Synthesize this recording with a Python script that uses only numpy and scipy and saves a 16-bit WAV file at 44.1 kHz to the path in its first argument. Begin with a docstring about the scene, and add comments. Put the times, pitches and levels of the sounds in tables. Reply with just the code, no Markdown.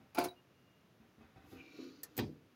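"""A soft thud, then a shallow steel drawer slams shut; its catch snaps and the tools in it clink.
A hand bumps the tool chest and pulls a deep drawer, which rolls out on ball slides with a squeak,
clicks, and clacks against its end stops with a low boom. Each blow rings the sheet steel.
Heard close up through one microphone, in a quiet garage with a faint, short tail."""
import sys
import numpy as np
from scipy import signal
from scipy.fft import rfft, irfft
from scipy.io import wavfile
from scipy.ndimage import map_coordinates

SR = 44100
rng = np.random.default_rng(int(sys.argv[2]) if len(sys.argv) > 2 else 0)


def to_wav(sig):
    """Store sig (one row per channel, or 1-D mono) as 16-bit WAV at the path in sys.argv[1].

    Samples outside -1..1 are clipped; the rate is SR.
    """
    pcm = np.clip(np.atleast_2d(sig), -1, 1) * 32767
    pcm = np.round(pcm).astype(np.int16)
    wavfile.write(sys.argv[1], SR, pcm.T)  # frames by channels


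N = 112454
TIME = np.arange(N) / SR
CUTOFF_HZ = 16000

# Spectra of the room and the steel parts. Each row: frequency in Hz, relative level in dB.
ROOM_TONE_SPECTRUM = [(30, -20), (62, -10), (120, -1), (250, -4), (500, -9), (790, -15.5), (1300, -15),
                      (2000, -19), (2800, -19.5), (4000, -25), (6500, -29), (8000, -38.5), (10000, -35),
                      (13000, -33), (16000, -35)]
GARAGE_SPECTRUM = [(100, 4), (700, -3), (15000, -10)]
THUD_SPECTRUM = [(35, -16), (75, 6), (130, -2), (170, -9), (230, -6), (450, -14), (800, -21), (1600, -27),
                 (4000, -42), (8000, -60)]
ROLL_SPECTRUM = [(60, -48), (130, -10.5), (300, 6.5), (480, 1), (700, -14.5), (1000, -17), (1220, -9),
                 (1600, -12), (4200, -13.5), (6500, -16), (8500, -36), (13000, -24.5), (16000, -30)]
CLICK_SPECTRUM = [(700, -9.5), (1800, -12.5), (3000, -15.5), (4500, -7.5), (6500, -0.5), (8300, 0),
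                  (9800, -7), (11500, 14), (13400, -5), (14600, 12.5), (16000, -9)]
TAB_SPECTRUM = [(1000, -8.5), (4500, -8.5), (6500, -2.5), (10000, -14), (11400, 5.5), (13400, 2),
                (14500, 6), (16000, 1.5)]
DEEP_SPECTRUM = [(70, 3.5), (130, 2.5), (300, 5), (550, -11.5), (900, -10.5), (1300, -13.5), (2400, -13),
                 (4800, -16), (8000, -40.5), (15000, -49)]
CATCH_SPECTRUM = [(900, 2), (2400, -4.5), (3400, -5), (5000, -0.5), (6800, 1.5), (7900, -12), (10800, 7),
                  (12500, 5.5), (13700, 1), (15300, 5)]
SHALLOW_SPECTRUM = [(100, -6), (280, 3), (550, 4), (850, 8), (1200, 3), (1450, 6.5), (1800, -4.5),
                    (2350, 5), (3400, -7.5), (4800, -3), (5700, -16), (8000, -18), (15000, -26)]

# How long the parts ring. Each row: frequency in Hz, seconds to fall 60 dB.
THUD_DECAY = [(80, 0.19), (300, 0.16), (3000, 0.9)]
ROLL_DECAY = [(200, 0.16), (5000, 0.04), (12000, 0.032)]
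CLICK_DECAY = [(1000, 0.26), (5000, 0.081), (15000, 0.029)]
CATCH_DECAY = [(1000, 0.24), (5000, 0.1), (15000, 0.042)]
SHEET_DECAY = [(100, 0.38), (400, 0.5), (1200, 0.084), (5000, 0.19), (15000, 0.44)]

# Their distinct notes. Each row: frequency in Hz, relative level in dB, seconds to fall 60 dB.
PANEL_MODES = [(221, 5.5, 0.19), (280, -10, 0.063)]
RAIL_MODES = [(2340, 3, 0.03), (2750, 2, 0.011)]
TRACK_MODES = [(3900, 0, .012), (4400, -1, .018), (5600, -6, .014)]
LOAD_MODES = [(263, -0.5, 0.35), (298.7, -6, 0.53), (344, 6, 0.16), (406, 0, 0.087), (485.6, -5, 0.26),
              (970, -28, .1), (1232, -21.5, 0.51)]
CLICK_MODES = [(1810, -15.5, 0.1), (4420, -11, 0.057), (4900, -23, 0.06)]
DEEP_MODES = [(87.2, -24, 0.46), (120.6, -17, 0.43), (150.6, -9, 0.52), (223.4, 5, 0.32), (256.3, -5, 0.2),
              (300, -7, 0.12), (348.6, -5.5, 0.22), (397, -15.5, 0.37), (423.5, -11, 0.23),
              (585, -17, 0.25), (730, -7.5, 0.081), (897, -12, 0.16), (960, -19, 0.17), (1806, -11, 0.056),
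              (2464, -12.5, 0.09)]
TOOL_MODES = [(3912, -1, .075), (3850, -6, .075), (9520, -19, .12), (15700, -12, .06)]
SHALLOW_MODES = [(262, 1.5, 0.071), (299, 6, 0.082), (363.4, -8, 0.63), (410, -9.5, 0.14),
                 (514.5, -13.5, 0.41), (635, -9, 0.18), (704, 0, 0.18), (796, -14, 0.2), (875, -3.5, 0.17),
                 (993, -12, 0.18), (1060, -12.5, 0.15), (1370, -10, 0.089), (1465, -9, 0.058),
                 (1534, -15, 0.18), (2237, -24, 0.3), (2383, -19.5, 0.23), (3040, -37, 0.082),
                 (4710, -21, 0.13)]

# Blows and rebounds. Each row: start in seconds, level of the crash in dB, level of the notes in dB.
HAND_THUDS = [(.0, -58, -66), (1.0, -61, -63), (1.178, -59, -60.5), (1.205, -53.5, -63),
              (1.355, -51.5, -82), (1.44, -57, -103), (1.515, -51, -76), (1.56, -55.5, -80)]
SLIDE_CLICKS = [(2.0325, -36.5, -38)]
END_STOP_HITS = [(2.179, -45, -42), (2.1895, -34.5, -33), (2.201, -45, -44), (2.220, -56, -55),
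                 (2.236, -58, -47)]
FRAME_SLAMS = [(.148, -48.5, -60), (.172, -41.5, -42.5), (.1805, -36, -29.5), (.189, -41, -47),
               (.209, -41.5, -41), (.239, -46, -47), (.252, -70, -42.5)]

# Small contacts. Each row: start in seconds, level in dB.
LOAD_BUMPS = [(1.525, -54), (1.552, -61.5), (1.598, -62), (1.635, -66.5), (1.786, -49), (1.793, -49.5),
              (1.828, -58), (1.862, -54)]
STOP_TAB_TICKS = [(2.1672, -43.5), (2.1772, -34), (2.192, -44)]
CATCH_SNAPS = [(.1465, -47), (.185, -36), (.209, -65), (.239, -41.5), (.243, -39.5)]
TOOL_CLINKS = [(.2855, -44.5), (.291, -51), (.305, -55)]

# Rolling and friction as the deep drawer travels. Each row: time in seconds, level in dB.
ROLL_LEVEL = [(1.42, -76), (1.53, -59.5), (1.60, -63.5), (1.70, -62), (1.82, -55.5), (1.92, -60.5),
              (2.02, -68), (2.15, -68), (2.2, -39)]
RAIL_RUB_LEVEL = [(1.53, -85), (1.58, -65.5), (1.605, -57), (1.63, -66), (1.68, -63), (1.71, -70.5),
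                  (1.76, -68.5), (1.9, -76)]
DETENT_LEVEL = [(1.44, -86), (1.52, -71), (1.62, -88)]
# The tracks scraping. Each row: time in seconds, level in dB, pitch ratio.
TRACK_SCRAPE = [(1.62, -80, .97), (1.72, -71, .98), (1.82, -65.5, 1.0), (1.92, -72, 1.05), (2.02, -75, 1.1)]
# Loose steel singing. Each row: start in seconds, frequency in Hz, peak level in dB, length in seconds.
LOOSE_RINGS = [(.152, 865, -41, .05), (.29, 705, -55, .065), (.345, 2835, -68, .075),
               (.40, 2830, -78.5, .55)]


def from_db(db):
    """Decibels to gain."""
    return 10 ** (np.asarray(db) / 20)


def rms_one(x):
    """Scale to rms 1."""
    return x / np.sqrt(np.mean(x ** 2) + 1e-20)


def at_hz(points, hz):
    """Read a table on a log-frequency axis."""
    freqs, values = np.transpose(points)
    return np.interp(np.log(hz), np.log(freqs), values)


def level(rows):
    """Gain over time from (s, dB) rows, silent outside them."""
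    return from_db(np.interp(TIME, *np.transpose(rows), left=-150, right=-150))


def noise(spectrum, n=N):
    """Noise with the given spectrum; rms 1."""
    hz = np.maximum(np.arange(n // 2 + 1) * SR / n, 1)
    return rms_one(irfft(rfft(rng.standard_normal(n)) * from_db(at_hz(spectrum, hz)), n))


def modes(table):
    """One second of decaying sines, alternating in sign."""
    t = TIME[:SR]
    return sum((-1) ** k * from_db(db - 60 * t / t60) * np.sin(2 * np.pi * hz * t)
               for k, (hz, db, t60) in enumerate(table))


def build_up(x, rise_s):
    """Soften the onset of a sound."""
    return x * (1 - np.exp(-TIME[:len(x)] / rise_s))


def steel(spectrum, t60s, peaky_db):
    """Crowded modes of one steel part; returns a maker of fresh rings that die band by band."""
    t, hz = TIME[:SR], np.arange(SR // 2 + 1) + 1.
    peak_width_hz = 24.9 + .012 * hz
    peak_heights = np.clip(rng.standard_normal(SR), -2, 2)
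    ripple = np.interp(np.cumsum(1 / peak_width_hz), np.arange(SR), peak_heights)
    gains = from_db(at_hz(spectrum, hz) + peaky_db * ripple) * (hz < CUTOFF_HZ)
    centres = np.geomspace(50, CUTOFF_HZ, 9)
    bands = np.array([np.interp(np.log(hz), np.log(centres), row) for row in np.eye(len(centres))])
    decays = from_db(-60 * t / at_hz(t60s, centres)[:, None]) / np.std(irfft(gains, SR))

    def ring():
        phases = np.exp(2j * np.pi * rng.random(len(hz)))
        return (irfft(bands * gains * phases, SR) * decays).sum(0)
    return ring


def strike(events, response):
    """Sum one response for each (s, dB) event."""
    out = np.zeros(N + SR)
    for start_s, db in events:
        i = int(start_s * SR)
        out[i:i + SR] += from_db(db) * response()
    return out[:N]


def blows(rows, sheet, table, rise_s, crack_db=-60, crack_s=.005):
    """Each blow sets off a crash of the sheet and its notes; a hard one also cracks."""
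    rows, notes = np.array(rows), build_up(modes(table), rise_s)
    crack = 1 + from_db(crack_db) * np.exp(-TIME[:SR] / crack_s)
    crashes = strike(rows[:, :2], lambda: build_up(sheet() * crack, rise_s))
    return crashes + strike(rows[:, ::2], lambda: notes)


def singing(drive, table, ratio):
    """Ring resonances and let their pitch glide by a ratio over time; rms 1."""
    ring = signal.fftconvolve(drive, modes(table))
    return rms_one(map_coordinates(ring, [np.cumsum(ratio)], order=3, mode="mirror"))


def room_tone():
    """Still air around the microphone: a low, steady hush."""
    return from_db(-68.3) * noise(ROOM_TONE_SPECTRUM)


def garage(direct, tail_db=-33, t60_s=.4):
    """The walls return a diffuse tail, far below the direct sound."""
    tail = build_up(noise(GARAGE_SPECTRUM, SR) * from_db(-60 * TIME[:SR] / t60_s), rise_s=.11)
    return from_db(tail_db) * signal.fftconvolve(direct, tail / np.linalg.norm(tail))[:N]


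def hand():
    """A hand meets the panels softly, so they give dull thuds."""
    return blows(HAND_THUDS, steel(THUD_SPECTRUM, THUD_DECAY, peaky_db=7), PANEL_MODES, rise_s=.0043)


def loose_parts():
    """Loose steel parts sing up and fade again."""
    return sum(from_db(db) * np.sin(np.pi * np.clip((TIME - start) / length, 0, 1)) ** 2
               * np.sin(2 * np.pi * hz * TIME) for start, hz, db, length in LOOSE_RINGS)


def slides(ticks_per_s=1000, grain_db=2.5, hiss_db=-1.5, squeak_sharp=.15, settle_s=.046):
    """Balls tick along the rails and shake the panels; a rail squeaks downward, the tracks scrape upward."""
    sizes = from_db(grain_db * np.minimum(rng.exponential(1, N), 4)) * rng.choice([-1, 1], N)
    ticks = rms_one(sizes * (rng.random(N) < ticks_per_s / SR))
    balls = ticks + from_db(hiss_db) * rng.standard_normal(N)
    rubbing_s = np.maximum(TIME - RAIL_RUB_LEVEL[0][0], 0)
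    rail = singing(balls, RAIL_MODES, 1 + squeak_sharp * np.exp(-rubbing_s / settle_s))
    scrape = np.array(TRACK_SCRAPE)
    tracks = singing(balls, TRACK_MODES, np.interp(TIME, scrape[:, 0], scrape[:, 2]))
    sheet = steel(ROLL_SPECTRUM, ROLL_DECAY, peaky_db=2)
    panels = rms_one(signal.fftconvolve(balls, sheet())[:N])
    return level(ROLL_LEVEL) * panels + level(RAIL_RUB_LEVEL) * rail + level(scrape[:, :2]) * tracks


def deep_drawer():
    """The detent lets go, the load bumps, the slides click and the drawer booms at full extension."""
    sheet = steel(DEEP_SPECTRUM, SHEET_DECAY, peaky_db=4)
    latch = steel(CLICK_SPECTRUM, CLICK_DECAY, peaky_db=2.5)
    tab = steel(TAB_SPECTRUM, CLICK_DECAY, peaky_db=5.5)
    click = blows(SLIDE_CLICKS, latch, CLICK_MODES, rise_s=.00096, crack_db=-10)
    tabs = strike(STOP_TAB_TICKS, lambda: build_up(tab(), rise_s=.00023))
    boom = blows(END_STOP_HITS, sheet, DEEP_MODES, rise_s=.00033, crack_db=-2.5)
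    detent = level(DETENT_LEVEL) * noise(CLICK_SPECTRUM)
    load = strike(LOAD_BUMPS, lambda: build_up(modes(LOAD_MODES), rise_s=.0011))
    return detent + load + click + tabs + boom


def shallow_drawer(seated_s=.273, damping_db_per_s=314):
    """The slam rings the drawer until it seats and the frame damps it; its catch snaps, a tool clinks."""
    sheet = steel(SHALLOW_SPECTRUM, SHEET_DECAY, peaky_db=1)
    spring = steel(CATCH_SPECTRUM, CATCH_DECAY, peaky_db=1.5)
    catch = strike(CATCH_SNAPS, lambda: build_up(spring(), rise_s=.0011))
    slam = blows(FRAME_SLAMS, sheet, SHALLOW_MODES, rise_s=.0014)
    damping = from_db(-damping_db_per_s * np.maximum(TIME - seated_s, 0))
    tool = strike(TOOL_CLINKS, lambda: modes(TOOL_MODES))
    return damping * slam + catch + tool


def scene():
    """The chest close by and the garage behind it, in mono."""
    chest = shallow_drawer() + loose_parts() + deep_drawer() + slides() + hand()
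    return (chest + garage(chest) + room_tone())[None]


def record(dry):
    """A 55 Hz low cut on the microphone and a steep cut of the highest treble."""
    dry = signal.sosfilt(signal.butter(4, 55, "high", fs=SR, output="sos"), dry)
    return signal.sosfilt(signal.ellip(10, .1, 70, CUTOFF_HZ, fs=SR, output="sos"), dry)


dry = scene()
out = record(dry)
to_wav(out)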